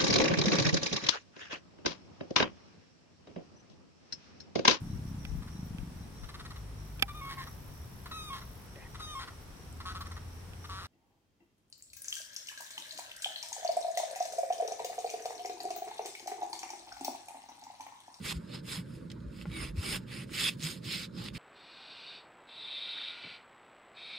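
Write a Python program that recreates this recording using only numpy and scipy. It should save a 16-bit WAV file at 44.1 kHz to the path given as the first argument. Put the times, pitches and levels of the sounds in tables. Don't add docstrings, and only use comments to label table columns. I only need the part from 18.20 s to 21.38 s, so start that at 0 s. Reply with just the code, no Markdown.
import sys
import numpy as np
from scipy import signal
from scipy.fft import rfft, irfft, next_fast_len
from scipy.io import wavfile
from scipy.ndimage import uniform_filter1d, map_coordinates

SR = 44100
rng = np.random.default_rng(int(sys.argv[2]) if len(sys.argv) > 2 else 0)


def makeup_ratio(level_db):
    decades = np.asarray(level_db, float) / 20
    return 10 ** decades


def output_pcm(signal):
    pcm = np.clip(np.atleast_2d(signal).T, -1, 1) * 32767
    wavfile.write(sys.argv[1], SR, np.round(pcm).astype(np.int16))


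N = 140238

# frequency [Hz], level [dB].
BARN_RUMBLE = [(22, -34), (70, -14.5), (120, -1.5), (180, 1), (350, -15.5), (560, -16.5), (720, -30)]
# centre [Hz], half width [Hz], lift [dB].
BARN_BOOMS = [(121.6, 2.85, 9.5), (161, 30, -0.5), (339.3, 29, 6.5)]
# frequency [Hz], level [dB per Hz].
AIR_SPECTRUM = [(500, -48), (850, -9), (983, -11), (1560, -11), (1900, -17.5), (3200, -26), (3830, -21.5),
                (15500, -40.5)]
# time [s], level [dB].
GUSTS = [(0.0, -64), (0.51, -70), (1.29, -48.5), (1.5, -44), (1.96, -59.5), (2.67, -69), (3.18, -55)]
# centre [s], level [dB], pitch [Hz], half length [s].
STAND_THUDS = [(.173, -31, 64.6, 0.013), (.165, -38, 165.2, 0.047), (.592, -32.5, 172.6, 0.016),
               (1.07, -42.5, 58.7, 0.042), (1.282, -32.5, 171, 0.012), (1.44, -37, 64, 0.012),
               (1.592, -25, 86.4, 0.015), (1.79, -39.5, 184, 0.034), (2.455, -33.5, 157, 0.023),
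               (2.99, -37.5, 180, 0.017), (3.17, -45, 45, 0.028)]
# frequency [Hz], level [dB], decay t60 [s].
KNOCK_MODES = [(600, -42, .025), (840, -40.5, 0.029), (1070, -42, 0.024), (1400, -39, .022),
               (2000, -44, .012)]
# start [s], level [dB], centre [Hz], decay t60 [s].
TOUCHDOWNS = [(0.9012, -47.5, 3740, 0.036), (.905, -52, 3000, 0.044), (.916, -43.5, 4000, 0.031),
              (1.004, -60, 4000, .02), (1.188, -50, 2200, .03), (1.205, -50, 2300, 0.0074),
              (1.213, -42, 2370, 0.019), (1.27, -52, 1500, 0.017), (1.3, -50, 2200, 0.022),
              (1.3165, -44, 2600, .015), (2.093, -49.5, 1800, 0.026), (3.041, -41, 9000, .006),
              (3.061, -38, 3360, 0.023), (3.085, -33.5, 2920, 0.012), (3.102, -50, 2000, .01),
              (3.154, -43, 3000, .015)]
# start [s], level [dB], centre [Hz].
TOOTH_ROWS = [(2.396, -42, 4500), (2.4045, -39.5, 3305), (2.4127, -41, 3000), (2.4205, -34, 3950),
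              (2.427, -35, 4560), (2.4344, -29.5, 6000), (2.4403, -28, 4300), (2.45, -31, 6006),
              (2.465, -32, 3540), (2.471, -27, 3310), (2.477, -34, 3610)]
# on [s], off [s], from [Hz], to [Hz], width [Hz],
# level against the rasp [dB].
BLADE_SINGS = [(0.046, 0.15, 3600, 4400, 900, -9.5), (.47, 0.58, 3670, 3950, 1100, -6),
               (1.28, 1.44, 2440, 2040, 200, -5), (1.31, 1.38, 3900, 3700, 250, -6),
               (1.38, 1.46, 5200, 5000, 360, -8.5), (1.333, 1.47, 9000, 8960, 320, -8.5),
               (1.62, 1.78, 8500, 9000, 260, -9), (1.89, 2.01, 4150, 5200, 1100, -12.5),
               (1.93, 2.16, 9400, 8200, 300, -15), (2.16, 2.13, 4800, 4300, 1400, -2),
               (2.2, 2.308, 3520, 3450, 440, -3.5), (2.27, 2.32, 2740, 2380, 310, -3.5),
               (2.679, 2.779, 3900, 3600, 670, -6), (1.579, 1.68, 640, 670, 300, -15),
               (1.29, 1.43, 340, 290, 99, -2)]
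# time [s], tooth pressure [dB].
PUSHES = [
    [(0, -63.5), (.055, -40), (.1, -35.5), (.126, -36), (.133, -55.5), (.175, -52.5), (.19, -65.5),
     (.26, -69)],
    [(.43, -69), (.48, -44), (.53, -40), (.575, -43.5), (.61, -55.5), (.64, -73), (.75, -61.5), (.88, -84)],
    [(1.54, -73), (1.57, -53.5), (1.66, -39.5), (1.765, -35), (1.775, -44.5), (1.8, -68), (1.84, -67)],
    [(2.07, -69), (2.095, -59.5), (2.14, -41.5), (2.2, -32), (2.292, -31.5), (2.3, -45.5), (2.335, -53.5),
     (2.36, -68)],
    [(2.61, -73), (2.645, -49), (2.71, -38.5), (2.735, -36), (2.77, -39), (2.855, -46.5), (2.88, -73)],
    [(2.92, -75), (2.98, -51), (3.04, -50), (3.06, -49.5), (3.088, -50), (3.1, -71)],
]
# time [s], tooth pressure [dB].
DRAWS = [
    [(.26, -67), (.31, -56.5), (.35, -46.5), (.4, -60), (.425, -86)],
    [(1.07, -93), (1.12, -65), (1.19, -56.5), (1.225, -55.5), (1.25, -71)],
    [(1.26, -61), (1.3, -59), (1.34, -46.5), (1.45, -42), (1.49, -48.5), (1.515, -63)],
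    [(1.85, -79), (1.88, -53.5), (1.93, -43), (1.98, -43.5), (2.04, -48), (2.062, -70)],
    [(2.37, -70), (2.4, -58.5), (2.44, -42.5), (2.47, -40), (2.51, -43), (2.585, -63), (2.61, -84)],
    [(3.13, -62), (3.15, -45.5), (3.18, -44)],
]
# body [dB], bite [dB], treble [dB].
STROKE_COLOURS = [(9.5, -4.5, 5), (9, -3.8, 5.5), (10.5, -3.5, 3.5), (3, -3.5, 3.5), (4, 1, 2),
                  (17.5, 4.5, 1.5), (16.5, 1.5, 1), (12, -5, 3), (12.5, -7, -1), (7, -10, -2.5),
                  (6.5, 0.5, 7.5), (6, -5.5, -2)]
# frequency [Hz], level [dB].
HORN_SPECTRUM = [(300, -9.5), (900, -16), (1400, -6.5), (2500, -0.25), (4000, 0), (5600, -10.5),
                 (9000, -12.5), (12500, -23)]
# centre [Hz], half width [Hz], lift [dB].
BLADE_MODES = [(1700, 250, 0), (2320, 140, 1.5), (3580, 110, 2), (5160, 600, 7), (8660, 120, 3),
               (12580, 640, 7)]
# frequency [Hz], likeness [-1 to 1].
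PORT_LIKENESS = [(60, 0.86), (150, 0.95), (300, 0.8), (640, -0.49), (1400, 0.58), (3100, 0.78),
                 (6800, 0.56), (15000, 0.28)]
# frequency [Hz], left minus right [dB].
PORT_LEAN = [(60, 0.5), (130, -1.5), (290, -5), (640, -3), (1410, 0), (3100, -4), (6820, -2.0),
             (15000, 0.5)]
# centre [Hz], half width [Hz], gain [dB].
SPECTRUM_BUMPS = [(717.6, 46, -14.5), (5830, 330, -4.5), (9210, 62, 7.5), (11370, 80, -5)]
WHISTLE_HZ = (9819, 11197, 13954)
EMPTIED_HZ = (280, 550, 700)
# on [s], off [s], level against the rasp [dB].
WHISTLE_TIMES = [
    [(0.486, 0.873, -14), (1.274, 1.53, -15), (1.57, 1.784, -13), (1.86, 2.06, -16), (2.12, 2.32, -19),
     (2.43, 2.65, -23)],
    [(1.3, 1.53, -26), (2.19, 2.3, -18.5), (2.74, 3.183, -26)],
    [(.05, .4, -36), (.5, .88, -29), (.96, 1.16, -32), (1.43, 1.53, -38), (2.47, 2.6, -28),
     (2.66, 2.71, -36)],
]
# (from [s], to [s]).
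TREBLE_GAPS = [([(5880, 6250), (11350, 11720)], [(.13, .76), (.95, 1.25), (1.31, 1.45), (1.6, 1.98),
               (2.13, 2.26), (2.46, 2.6), (2.65, 2.79), (2.87, 3.02), (3.07, 3.12)]), ([(5720, 5900)],
               [(.01, .89), (1, 1.11), (1.21, 2.07), (2.14, 2.38), (2.46, 2.79), (2.89, 3.17)]),
               ([(10000, 10700)], [(.17, .43), (.54, .6), (.63, .92), (1.03, 1.2), (1.25, 1.53),
               (1.58, 1.63), (1.66, 1.74), (1.81, 2.05), (2.12, 2.29), (2.47, 2.53), (2.65, 2.71),
               (2.76, 3.04)]), ([(14600, 15200)], [(.06, .41), (.5, .89), (1.49, 1.62), (1.82, 2.07),
               (2.51, 2.57)]), ([(15200, 15800)], [(.06, .89), (.96, 1.15), (1.19, 2.08), (2.14, 2.3),
               (2.45, 2.62), (2.78, 3.2)])]


def unit(x):
    return x / np.sqrt(np.mean(x ** 2) + 1e-20)


def noise():
    return rng.standard_normal((2, N))


def along(points, hz):
    f, v = np.transpose(points)
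    below = -120 if v[0] < -15 else v[0]
    return np.interp(np.log(hz + 1), np.log(f + 1), v, below, v[-1])


def bumps(rows, hz):
    return makeup_ratio(sum(db * np.exp(-((hz - c) / w) ** 2) for c, w, db in rows))


def wobble(rate):
    knots = rng.standard_normal(int(N * rate / SR) + 4)
    return map_coordinates(knots, [np.arange(N) * rate / SR])


def filtered(x, response):
    m = next_fast_len(N + 8192)
    return irfft(rfft(x, m) * response(np.fft.rfftfreq(m, 1 / SR)), m)[..., :N]


def patchy(x, patch_db):
    z = signal.stft(x, nperseg=512)[2]
    field = rng.standard_normal(z.shape[-2:])
    for axis in (0, 1):
        field = uniform_filter1d(field, size=5, axis=axis)
    return signal.istft(z * makeup_ratio(patch_db * unit(field)), nperseg=512)[1][..., :N]


def barn():
    rumble = filtered(noise(), lambda hz: makeup_ratio(along(BARN_RUMBLE, hz)) * bumps(BARN_BOOMS, hz) * (hz < 715))
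    rumble = unit(rumble)
    power = abs(uniform_filter1d(rumble ** 2, size=2400, axis=1))
    rumble = unit(rumble / power ** (0.35 / 2))
    air = patchy(noise(), patch_db=2.5)
    air = unit(filtered(air, lambda hz: makeup_ratio(along(AIR_SPECTRUM, hz)) * (hz > 860)))
    gust = unit(filtered(noise(), lambda hz: np.exp(-((hz - 58) / 22) ** 2)))
    s, db = np.transpose(GUSTS)
    gust_db = np.interp(np.arange(N) / SR, s, db) + 2.5 * wobble(9.25)
    return makeup_ratio(-45.5) * patchy(rumble, patch_db=1.5) + makeup_ratio(-64) * air + makeup_ratio(gust_db) * gust


def stand():
    t, out = np.arange(N) / SR, 0
    for s, db, hz, half in STAND_THUDS:
        bell = np.exp(-((t - s) / half) ** 2)
        out = out + makeup_ratio(db) * bell * np.sin(2 * np.pi * hz * (t - s) + 4.13)
    return out


def knock():
    t = np.maximum(np.arange(N) / SR - 1.2555, 0)
    return sum(makeup_ratio(db - 60 * t / t60) * np.sin(2 * np.pi * hz * t) for hz, db, t60 in KNOCK_MODES)


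def ticks():
    out, t = np.zeros((2, N + SR)), np.arange(4096) / SR
    f = np.fft.rfftfreq(len(t), 1 / SR)
    row_t60_s = 0.0076
    for s, db, hz, t60 in TOUCHDOWNS + [(*row, row_t60_s) for row in TOOTH_ROWS]:
        patch = (f > 500) / (1 + ((f - hz) / (0.5 * hz)) ** 2)
        puff = irfft(rfft(rng.standard_normal((2, len(t)))) * patch)
        out[:, round(s * SR):][:, :len(t)] += makeup_ratio(db - 60 * t / t60) * unit(puff)
    return out[:, :N]


def singing(plain, teeth_per_s):
    t, out = np.arange(N) / SR, 0
    for on, off, from_hz, to_hz, width_hz, db in BLADE_SINGS:
        u = np.clip((t - on) / (off - on), 0, 1)
        strikes = rng.random((2, 2, N)) < 0.3 * teeth_per_s / SR
        strikes = rng.standard_normal((2, 2, N)) * strikes
        a, b = filtered(strikes, lambda hz: 1 / (1 + (2 * hz / width_hz) ** 2))
        turn = 2 * np.pi * np.cumsum(from_hz + (to_hz - from_hz) * u) / SR
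        ring = unit(a * np.cos(turn) + b * np.sin(turn))
        out = out + makeup_ratio(db + 1.8 * wobble(70)) * np.sqrt(np.sin(np.pi * u).clip(0)) * ring
    return out * plain


def pressure():
    t, gains = np.arange(N) / SR, 0
    for rows, colour_db in zip(PUSHES + DRAWS, STROKE_COLOURS):
        s, db = np.transpose(rows)
        gains = gains + np.outer(makeup_ratio([0, *colour_db]), makeup_ratio(np.interp(t, s, db, -120, -120)))
    return gains


def rasp():
    teeth_per_s, size_db, hiss_share, clump_db = 3500, 6, 0.55, 0.6
    plain, body, sharp, treble = pressure()
    bites = rng.random((2, N)) < teeth_per_s / SR
    size = np.minimum(rng.exponential(size=(2, N)), 1.7)
    chips = unit(bites * makeup_ratio(size_db * size) * noise())
    clumps = makeup_ratio(clump_db * (wobble(300) + 0.94 * wobble(60)))
    grit = (chips * (1 - hiss_share) + hiss_share * noise()) * clumps
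    grit = patchy(grit, patch_db=2)
    grit = unit(filtered(grit, lambda hz: makeup_ratio(along(HORN_SPECTRUM, hz)) * bumps(BLADE_MODES, hz)))
    a, b, c = [filtered(grit, lambda hz: 1 / (1 + (edge_hz / (hz + 1)) ** 8))
               for edge_hz in (1200, 3200, 6000)]
    strokes = (grit - a) * body + (a - b) * plain + (b - c) * sharp + c * treble
    return strokes + singing(plain, teeth_per_s)


def shed(x):
    t = np.arange(SR // 4) / SR
    tail = rng.standard_normal((2, len(t))) * makeup_ratio(-60 * t / 0.088)
    return signal.fftconvolve(x, tail / np.linalg.norm(tail[0]), axes=1)[:, :N]


def stereo(pair):
    def split(hz):
        turn = np.arccos(np.clip(along(PORT_LIKENESS, hz), -1, 1)) / 2
        return np.array([np.cos(turn), np.sin(turn)])

    mid, side = filtered(pair, split)
    sides = np.array([mid + side, mid - side])
    return filtered(sides, lambda hz: makeup_ratio(np.outer([0.5, -0.5], along(PORT_LEAN, hz))))


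def scene():
    near = rasp() + ticks() + knock() * makeup_ratio([[0], [-8]])
    thuds = stand()
    return stereo(near + makeup_ratio(-11) * shed(near) + barn() + np.array([thuds, 0.4 * thuds]))


def shape_spectrum(x):
    low_cut_hz, top_hz = 29.4, 15700
    return filtered(x, lambda hz: bumps(SPECTRUM_BUMPS, hz) * (hz < top_hz)
                    / (1 + (low_cut_hz / (hz + 1)) ** 4))


def gaps_and_whistles(x):
    empty_db, flutter_db, fade_s = -55, 3.5, 0.012
    t, tones = np.arange(N) / SR, 0
    level = np.sqrt(abs(uniform_filter1d(filtered(x, lambda hz: hz > 1500) ** 2, size=1024, axis=1)))
    hz, s, z = signal.stft(x, SR, nperseg=1024)
    keep = np.ones(z.shape[1:])
    for c_hz, half_hz, rows in zip(WHISTLE_HZ, EMPTIED_HZ, WHISTLE_TIMES):
        for on, off, db in rows:
            keep[np.ix_(abs(hz - c_hz) < half_hz, (s > on) & (s < off))] = makeup_ratio(empty_db)
            fade = np.clip(np.minimum(t - on, off - t) / fade_s, 0, 1)
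            gain = makeup_ratio(db + flutter_db * np.round(wobble(45)))
            tones = tones + gain * fade * np.sin(2 * np.pi * c_hz * t)

    def inside(v, pairs):
        return np.any([(v > a) & (v < b) for a, b in pairs], axis=0)

    for bands, spans in TREBLE_GAPS:
        keep[np.ix_(inside(hz, bands), inside(s, spans))] = makeup_ratio(empty_db)
    return signal.istft(z * keep, SR, nperseg=1024)[1][:, :N] + level * tones


def top_cut(x):
    return signal.sosfilt(signal.butter(12, 15700, fs=SR, output="sos"), x)


def record(dry):
    mix = gaps_and_whistles(shape_spectrum(dry))
    return top_cut(mix)


dry = scene()
out = record(dry)
output_pcm(out)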